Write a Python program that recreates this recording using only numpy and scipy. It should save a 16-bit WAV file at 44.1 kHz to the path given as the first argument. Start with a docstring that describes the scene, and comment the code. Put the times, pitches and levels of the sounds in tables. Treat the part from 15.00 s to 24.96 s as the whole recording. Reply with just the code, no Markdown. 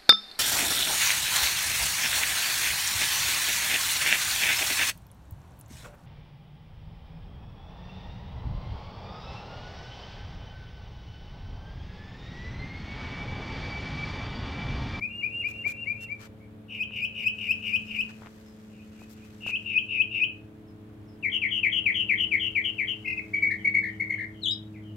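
"""A mockingbird whistles short repeated syllables in a back-yard tree; branches and fences answer.
Under it, throughout, run a far propeller plane, a motor hum, suburban rumble and faint air buffets.
From 0.5 to 4.5 s cloth rubs on the hand-held camera and its body ticks; from 1.4 s distant birds join.
The mockingbird churrs in two runs (1.7 s, 4.4 s), trades falls and quavers (6.2 s), bubbles (8.3 s)
and ends on a swoop and a squeak while the plane's low drone swells."""
import sys
import numpy as np
from scipy import signal
from scipy.fft import rfft, irfft, next_fast_len
from scipy.io import wavfile
from scipy.ndimage import map_coordinates

SR = 44100
rng = np.random.default_rng(int(sys.argv[2]) if len(sys.argv) > 2 else 0)


def materialize(psi):
    """Save the field psi as 16-bit PCM at rate SR to the path in sys.argv[1].

    A 1-D psi becomes a single channel; in a 2-D psi each row is a channel.
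    """
    bounded = np.clip(np.atleast_2d(psi).T, -1, 1)
    quanta = np.round(bounded * 32767).astype(np.int16)
    wavfile.write(sys.argv[1], SR, quanta)


N = 439236

# syllable shapes sung both near and far: t/s, f/Hz, level/dB, trill depth/Hz
CHURR = [(0, 2760, -28.5, 120), (.018, 2750, -15, 220), (.05, 2683, -11, 279), (.1, 2541, -9, 320),
         (.113, 2417, -8, 0), (.122, 2492, -2, 0), (.14, 2619, -0.5, 0.5), (.144, 2980, -4.5, 0.5),
         (.151, 3222, -16, -1)]
FALL = [(0, 2934, -15, 0), (.015, 2404, 1, 25), (.03, 2202, 0, 165), (.055, 2122, -6, 202),
        (.066, 2103, -14, 200), (.074, 2066, -34.5, 200)]
QUAVER = [(0, 3343, -11, 120), (.02, 3054, -0.5, 230), (.05, 3023, 0, 230), (.088, 2900, -2.5, 230),
          (.1, 2880, -13.5, 230)]
PLAIN, FAINT = (0, 0, 0, 0, 0), (-37, -49, -56.5, -52, -49)  # no trill; weak harmonics 2-6, level/dB


def amp(db):
    """Decibels to gain."""
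    return 10 ** (np.asarray(db) / 20)


def unit(x):
    """Scaled to rms 1."""
    return x / np.sqrt(np.mean(x ** 2) + 1e-20)


def along(points, hz):
    """Reads (f/Hz, value) points on a log frequency axis."""
    f, v = np.transpose(points)
    return np.interp(np.log(hz + 1), np.log(f + 1), v)


def curves(rows, t):
    """Each column after the time, read at times t."""
    s, *cols = np.transpose(rows)
    return [np.interp(t, s, c) for c in cols]


def wobble(rate, size=N):
    """A smooth random modulator, rate knots a second."""
    count = int(size * rate / SR) + 4
    fine = np.arange(16 * count) / 16
    smooth = map_coordinates(rng.standard_normal(count), [fine])
    return np.interp(np.arange(size) * rate / SR, fine, smooth)


def filtered(x, response):
    """EQs x with a gain given as a function of frequency."""
    m = next_fast_len(x.shape[-1] + SR // 8)
    return irfft(rfft(x, m) * response(np.fft.rfftfreq(m, 1 / SR)), m)[..., :x.shape[-1]]


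def add(track, x, s):
    """Mixes x into track at time s."""
    part = track[..., max(round(s * SR), 0):][..., :x.shape[-1]]
    part += x[..., :part.shape[-1]]


def syllable(shape, trill, overtones, stretch, ratio):
    """A whistle with faint breathy overtones; the trill swings pitch and loudness together."""
    # air through the bill: f/Hz, level/dB
    rasp_eq = [(2500, -30), (4000, 0), (7000, -4), (10000, -10.5), (14000, -2), (16000, -3)]
    rate_hz, start, skew, swing_db, lag = trill
    size = round(shape[-1][0] * stretch * SR)
    t = np.arange(size) / SR
    hz, db, depth_hz = curves(shape, t / stretch)
    turn = 2 * np.pi * (rate_hz * t + start + .09 * wobble(35, size))
    swing = np.cos(turn + skew * np.cos(turn))  # skew makes one flank steeper
    hz = ratio * (hz + depth_hz * swing) * (1 + .003 * wobble(150, size))
    phase = 2 * np.pi * np.cumsum(hz) / SR
    blur = .45 + depth_hz / 250  # turbulence blurs the overtones, most in a trill
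    breath = amp(0.42 * db) * (1 + blur * wobble(1100, size))  # soft singing is purer
    levels = (*overtones, overtones[-1] - 3)  # the seventh harmonic follows the sixth
    harmonics = sum(amp(g) * np.sin(k * phase) * (k * hz < SR / 2) for k, g in enumerate(levels, 2))
    rasp = unit(filtered(rng.standard_normal(size), lambda f: amp(along(rasp_eq, f))))
    tone = np.sin(phase) + breath * harmonics + amp(-48) * rasp
    pulse_db = swing_db * (np.cos(turn - 2 * np.pi * lag) - 1) * np.clip(depth_hz / 20, 0, 1)
    fade = np.clip(np.minimum(t, t[::-1]) / .004, 0, 1)
    return tone * amp(db + pulse_db + 2.1 * wobble(120, size)) * fade


def yard():
    """A fresh stereo impulse response: branches scatter at once, the yard's tail dies by frequency."""
    # reverb decay: f/Hz, t60/s
    decay = [(1500, 0.3), (3000, 0.3), (8000, 0.11), (15000, 0.085)]
    hz, t, spectrum = signal.stft(rng.standard_normal((2, SR // 2)), SR, nperseg=256)
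    tail = signal.istft(spectrum * amp(-60 * t / along(decay, hz)[:, None]), SR, nperseg=256)[1]
    t = np.arange(tail.shape[1]) / SR
    leaves = rng.standard_normal(tail.shape) * amp(-60 * t / 0.091)
    answer = amp(-8) * tail / np.linalg.norm(tail[0]) + amp(-8.5) * leaves / np.linalg.norm(leaves[0])
    return np.pad(answer, ((0, 0), (round(.005 * SR), 0)))  # pre-delay


def sing(phrases, echo_db):
    """Every syllable arrives directly, panned, and again by way of the yard."""
    out = np.zeros((2, N))
    answers = [yard() for _ in range(10)]
    for shape, trill, overtones, (ratio, ratio_drift, pan_db, pan_drift), repeats in phrases:
        for s, stretch, db in repeats:
            since = s - repeats[0][0]
            note = amp(db) * syllable(shape, trill, overtones, stretch, ratio + ratio_drift * since)[None]
            sides_db = (pan_db + pan_drift * since) * np.array([[.5], [-.5]])
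            echo = signal.fftconvolve(note, answers[rng.integers(len(answers))], axes=1)
            add(out, note * amp(sides_db), s)
            add(out, echo * amp(echo_db + 0.49 * sides_db), s)
    return out


def mockingbird():
    """The lead voice, close and to the left: it repeats a whistled or trilled figure, then moves on."""
    # syllable shapes: t/s, f/Hz, level/dB, trill depth/Hz
    SCOOP = [(0, 2110, -26, 0.012), (.008, 2210, -10.5, 0), (.02, 2370, -2.5, 0), (.035, 2440, 0, 0),
             (.055, 2498, -4, 0), (.068, 2554, -15.5, 0)]
    HOLD = [(0, 2730, -18.5, 0), (.035, 2813, -8, 0), (.085, 2850, -1.5, 0), (.115, 2863, -3, 0),
            (.123, 2780, -2.5, 0), (.135, 2250, -14, 0)]
    WHIRR = [(0, 3750, -6.5, 99.6), (.03, 3753, -1.5, 148), (.08, 3700, 0.5, 150), (.1, 3750, -8, 96.6)]
    PIP = [(0, 3250, -2.5, 0), (.011, 2980, -2.5, 0)]
    DRONE = [(0, 2196, -5.5, 1), (.025, 2040, 0, 30.5), (.055, 2110, 8.5, 18), (.085, 2040, 2, 24),
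             (.095, 2063, -10, -5.5)]
    CHIRRUP = [(0, 2616, -12.5, 154.5), (.03, 2715, -3.5, 177), (.065, 2690, -6.5, 181),
               (.09, 2600, -2.5, 158), (.098, 2610, -18.5, 2)]
    HICCUP = [(0, 2650, -18, 0), (.01, 2580, 2, 0), (.02, 2463, -10, 0), (.027, 2090, -2, 0),
              (.038, 2567, -15.5, 0)]
    GULP_S, GULP_GAP_S, GULP_HZ, GULP_DB = .025, .0185, 1895, -16  # the bubble's three gulps
    BUBBLE_HZ, BUBBLE_FADE_DB = 2225, 3  # pitch between gulps; loss, growing with their count squared
    BUBBLE = [(0, GULP_HZ, -21.5, 0), (.007, BUBBLE_HZ, -5, 0),
              (.017, BUBBLE_HZ, 0.5, 0)] + [ (GULP_S + GULP_GAP_S * (k + part),
              hz, db - BUBBLE_FADE_DB * k * k, 0) for k in range(3) for part, hz, db in ((0, GULP_HZ, GULP_DB),
              (.35, BUBBLE_HZ, -3), (.7, BUBBLE_HZ, -3))] + [(.082, BUBBLE_HZ, -28, 0.0011)]
    GURGLE = [(0, 1796, -12.5, 154), (.015, 1984, 0.5, 221), (.06, 1971, -3.5, 230),
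              (.085, 2000, -5.5, 189), (.092, 1980, -20, 199)]
    SWOOP = [(0, 4380, -39, 0.5), (.025, 3876, -9, 10.5), (.04, 3450, -5, 100), (.054, 3200, -5.5, 190),
             (.068, 3383, -4, 149), (.082, 3700, -6, 28), (.107, 3840, -6.5, 9), (.12, 3826, -14, 2),
             (.127, 3773, -35, 1)]
    SQUEAK = [(0, 4500, -4.5, 56), (.02, 4930, -1.5, 62), (.035, 4650, -11, 57), (.04, 4700, -18, 2)]
    # repeats: t/s, stretch, level/dB
    CHURR_1 = [(1.681, 1.06, -24.5), (1.905, 1.03, -22), (2.135, 1.035, -21), (2.371, 1.04, -20.5),
               (2.611, 1.05, -19.5), (2.866, 1.027, -22.5)]
    CHURR_2 = [(4.405, 1.07, -23), (4.645, .99, -18.5), (4.876, 1.0, -17), (5.101, .98, -16.5)]
    QUAVER_1 = [(6.316, .71, -25), (6.504, 0.99, -24.5), (6.716, .92, -22.5), (6.941, 0.97, -21.5),
                (7.175, .82, -22), (7.395, 0.99, -23.5), (7.638, .7, -25), (7.872, .75, -28)]
    WHIRR_AFTER_S, WHIRR_DB = .006, -38  # a faint high voice rides each churr
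    PIP_BEFORE_S, PIP_DB = .018, -15.5  # a pip leads each quaver
    # phrases: shape, trill (rate/Hz, start/turns, skew, swing/dB, level lag/turns), harmonics 2-6/dB,
    # (pitch ratio, its drift per s, pan left/dB, its drift per s), repeats
    song = [ (SCOOP, PLAIN, (-38, -47, -50.5, -46, -48), (1.0, -.04, 8, 1.5), [(.006, .975, -27.5),
            (.219, .83, -27), (.432, .76, -26), (.639, .9, -25.5), (.858, 1.1, -25.5), (1.081, 1.07, -35)]),
            (HOLD, PLAIN, (-44.5, -41, -45, -56, -57), (.99, -.03, 4.5, -4), [(.088, 0.99, -32.5),
            (.3, .95, -28), (.51, .98, -36), (.725, 0.94, -37), (.945, .94, -39.5)]),
            (CHURR, (73.5, .3, -2.5, 2.5, -.4), (-31, -38, -61, -37, -45), (1.0, -.008, 4.5, 3.5), CHURR_1),
            (CHURR, (70.5, -.6, -1.5, 2.5, -.3), (-41, -50, -64, -52.5, -52), (1.01, -.01, 6.5, .6),
            CHURR_2), (WHIRR, (72, .1, 2.5, 7, 2), FAINT, (.985, 0, 6, 0),
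            [(s + WHIRR_AFTER_S, 1.1, db + WHIRR_DB) for s, _, db in CHURR_1 + CHURR_2]),
            (FALL, (82, .15, .77, 2.3, .09), (-45.5, -50.5, -59, -59.5, -50), (.99, -.008, 8.5, .1),
            [(6.225, 1.1, -23.5), (6.414, 1.0, -20), (6.627, 1.0, -18.5), (6.854, 1.0, -17),
            (7.086, 1.0, -18), (7.306, 1.2, -19), (7.547, 1.05, -20.5), (7.779, 1.05, -21.5)]),
            (QUAVER, (83, .16, .75, 2.7, .31), (-43.5, -55.5, -57.5, -51, -69.5), (1.005, -.007, 9, 1.4),
            QUAVER_1), (PIP, PLAIN, FAINT, (1.0, 0, 6, 0),
            [(s - PIP_BEFORE_S, .9, db + PIP_DB) for s, _, db in QUAVER_1]), (DRONE, (38, 2, -2.5, 7, -.5),
            FAINT, (1.01, 0, 7, 0), [(8.043, .9, -33)]), (CHIRRUP, (41.5, 0, 1.36, 8.5, 0.6),
            (-34, -50, -52, -42, -68.5), (.98, 0, 7, 0), [(8.048, .94, -21)]),
            (HICCUP, PLAIN, FAINT, (1.0, 0, 6.5, 0), [(8.17, 0.97, -27.5)]),
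            (BUBBLE, PLAIN, (-36, -44, -51, -59, -48), (1.018, -.055, 3, 2.2), [(8.331, 1.01, -20.5),
            (8.418, 1.02, -17), (8.642, 0.98, -17), (8.738, 0.96, -17), (8.995, 0.98, -21.5),
            (9.093, .96, -20)]), (GURGLE, (58, .14, .6, 2, .072), (-34.5, -48, -52.5, -59.5, -51),
            (1.03, -.05, 7.5, -.4), [(8.502, .7, -25), (8.826, 0.94, -28.5), (9.179, .84, -28.5)]),
            (SWOOP, (80.5, 0.3, -2, 6.5, -3), (-26.5, -39, -46, -61, -70), (1.0, 0, 9, 0),
            [(9.415, 0.98, -17.5)]), (PIP, PLAIN, FAINT, (0.98, 0, 7.5, 0), [(9.458, 1.5, -26)]),
            (SQUEAK, (76, .1, 1.5, 2.3, 5), FAINT, (1.06, 0, 2.5, 0), [(9.505, 0.98, -36)]), ]
    return sing(song, echo_db=1.5)


def plane():
    """A far propeller: the blade rate sinks as it passes; moving air makes each harmonic waver."""
    # harmonics 1-6: level/dB, drift/(dB/s), then one swell or dip: t/s, half width/s, gain/dB
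    harmonics = [(-53.5, 0.11, 3.7, .9, -10.5), (-54.5, 0.18, 3.0, 1.5, 4.5), (-59, 0.9738, 2.5, 1.8, -12),
                 (-63, 0.64, 9.9, .9, -7.5), (-64, -1.32, 6.2, 0.76, -5.5), (-72, 0.1, 4.1, .6, -7.5)]
    blade_hz, sag_hz_per_s = 109.16, .26
    t = np.arange(N) / SR
    nearing_db = 9 * np.exp((t - t[-1]) / 1.1)  # closing swell, strongest in the lowest harmonics
    phase = 2 * np.pi * (blade_hz - sag_hz_per_s * t / 2) * t
    out = np.zeros(N)
    for k, (db, drift, s, width, swell_db) in enumerate(harmonics, 1):
        level_db = db + drift * t + swell_db * np.exp(-((t - s) / width) ** 2) + nearing_db / k
        out += amp(level_db + 2.5 + 1.5 * wobble(3)) * np.sin(k * phase + 0.99 * wobble(4))
    return out * amp([[.3], [-.3]])


def motor():
    """A motor hums at a steady pitch; each partial drifts in level."""
    # hum partials: f/Hz, level/dB
    partials = [(96.9, -58), (193.8, -57), (242, -68.5), (290.7, -60), (387.6, -79)]
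    t = np.arange(N) / SR
    hum = sum(amp(db - 0.5 + 4.2 * wobble(2.5)) * np.sin(2 * np.pi * hz * t + 0.27 * wobble(1.9))
              for hz, db in partials)
    return hum * amp([[.4], [-.4]])


def suburb():
    """A bed of far traffic and air: centred in the bass, wide in the treble."""
    # rumble spectrum: f/Hz, level/dB
    rumble_eq = [(20, -36.5), (40, -18.5), (65, -6), (100, -2), (150, -7.5), (300, -13), (600, -19),
                 (1000, -24.5), (2000, -30.5), (3500, -36), (6000, -52.5), (10000, -47), (13000, -47.5),
                 (16000, -47.5)]
    # stereo image: f/Hz, left-right correlation
    likeness = [(60, 1), (150, 0.87), (380, 0.26), (950, 0.1), (2380, 0.01), (5980, 0.077), (15000, 0.02)]
    spread = lambda hz: np.arccos(np.clip(along(likeness, hz), -1, 1)) / 2
    colour = lambda hz: amp(along(rumble_eq, hz)) * [np.cos(spread(hz)), np.sin(spread(hz))]
    mid, side = filtered(rng.standard_normal((2, N)), colour)
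    return amp(-52 + 0.88 * wobble(0.41)) * unit(np.array([mid + side, mid - side]))


def buffet():
    """Air over the microphone ports thumps faintly in the sub-bass, unrelated left and right."""
    # puffs of air: t/s, lift/dB
    puffs = [(2.97, 14), (7.6, 8.5), (8.4, 5)]
    t = np.arange(N) / SR
    puff_db = sum(db * np.exp(-((t - s) / .15) ** 2) for s, db in puffs)
    level_db = -72.5 + 2.5 * wobble(2.5) + puff_db
    air = filtered(rng.standard_normal((2, N)), lambda hz: hz ** 2 / (1 + (hz / 38) ** 6))
    return amp(level_db) * unit(air)


def cloth(size, tilt_db):
    """Fibres slipping: noise with a grainy level, different at each port."""
    # friction spectrum: f/Hz, level/dB
    cloth_eq = [(60, -49.5), (300, -12.5), (1500, 5.5), (3500, -1), (7500, -4), (10000, -13.5), (13000, -9),
                (16000, -17)]
    fibres = rng.standard_normal((2, size)) * amp(1.9 * wobble(300, size))
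    colour = lambda hz: amp(along(cloth_eq, hz) + tilt_db * np.log2(hz / 4000 + 0.087))
    return unit(filtered(fibres, colour))


def rustle_and_hiss():
    """Clothes rustle softly in the first half; a faint high hiss swells behind the bird near 8.4 s."""
    # fader ride: t/s, level/dB
    ride = [(0, -81), (.55, -75), (1.6, -87), (2.5, -73), (3.0, -70), (3.6, -75.5), (4.3, -71.5),
            (5.5, -86), (6.2, -84.5), (8.4, -76), (9.96, -84)]
    level_db, = curves(ride, np.arange(N) / SR)
    return amp(level_db + 10.5 + 0.43 * wobble(5.2)) * cloth(N, tilt_db=0) * amp([[1.5], [-1.5]])


def rubs():
    """Cloth brushes the camera in short strokes."""
    # strokes: t/s, length/s, level/dB, tilt/(dB/octave)
    strokes = [(.475, 0.051, -55, 3), (0.661, .075, -50, 3), (1.0, .06, -53.5, 2.5),
               (1.185, 0.1, -51.5, -1.5), (3.083, 0.038, -52, -4), (3.204, .09, -54, -7),
               (3.988, 0.067, -62.5, 2.5), (4.087, 0.063, -57.5, 5.5), (4.234, 0.048, -63.5, 1),
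               (4.372, 0.078, -67.5, 0.5), (4.454, 0.068, -49.5, -0.1)]
    out = np.zeros((2, N))
    for s, length, db, tilt_db in strokes:
        size = round(length * SR)
        stroke = amp(db) * cloth(size, tilt_db) * signal.windows.tukey(size, .5)
        add(out, stroke * amp([[2.5], [-2.5]]), s)
    return out


def ticks():
    """The camera body ticks: each a single push with no ring."""
    # ticks: t/s, level/dB, width/s
    hits = [(0.477, -42, 0.000094), (.562, -46, .0001), (.664, -31, 0.00034), (1.909, -37, 0.00014),
            (3.221, -32, 0.00028), (3.249, -46, .0003), (3.261, -32, 0.00015), (3.271, -31.5, 0.00014),
            (4.019, -35, 0.00032), (4.465, -27.5, 0.00031), (4.492, -32, 0.00025)]
    out = np.zeros((2, N))
    t = np.arange(-200, 200) / SR
    for s, db, width in hits:
        push = -amp(db) * np.exp(-(t / width) ** 2) * (1 - (t / width) ** 2 / 2)
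        add(out, push * amp([[1.5], [-1.5]]), s + t[0])
    return out


def far_birds():
    """Other birds call now and then; distance makes them quieter and wetter."""
    # syllable shapes: t/s, f/Hz, level/dB, trill depth/Hz
    ARCH = [(0, 2050, -8, 0), (.02, 2280, -2.5, 0), (.037, 2350, -1, 0), (.065, 2000, -8.5, 0)]
    SEEP = [(0, 5750, -10, -12.5), (.02, 5430, 3, 148.5), (.06, 5300, -2, 151), (.09, 5170, -11, 0.5)]
    # phrases, in the same columns as the mockingbird's song
    calls = [ (ARCH, PLAIN, FAINT, (1.0, 0, 3, 0), [(1.397, 0.96, -63)]), (CHURR, (73, -.5, .5, -.5, 6.5),
             FAINT, (1, 0, 1.5, 0), [(3.68, 0.98, -57.5), (3.9, 0.92, -56.5), (4.12, 0.93, -57.5)]),
             (FALL, (47, .22, .66, 3, 0.23), FAINT, (1.0, 0, 5.5, 0), [(9.735, .9, -52.5)]),
             (QUAVER, (66, .2, .87, 6.6, .29), FAINT, (1.02, -.008, 3.5, 1.9), [(8.335, .84, -57),
             (8.575, .65, -55), (8.875, .85, -59.5), (9.11, .93, -56.5), (9.331, 0.97, -56.5),
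             (9.822, 1.0, -58)]), (SEEP, (108.5, 0, .5, 4, 2.5), FAINT, (0.97, 0, 0, 0),
             [(2.855, .6, -64.5), (3.45, .94, -66), (5.67, .47, -68.5), (6.07, .96, -67.5)]), ]
    return sing(calls, echo_db=7.5)


def scene():
    """The stereo mix: birds, background beds and handling noise."""
    birds = mockingbird() + far_birds()
    beds = plane() + motor() + suburb() + buffet()
    return birds + beds + rustle_and_hiss() + rubs() + ticks()


def record(dry):
    """The camera keeps nothing above its band limit."""
    return filtered(dry, lambda hz: hz < 15830)


dry = scene()
out = record(dry)
materialize(out)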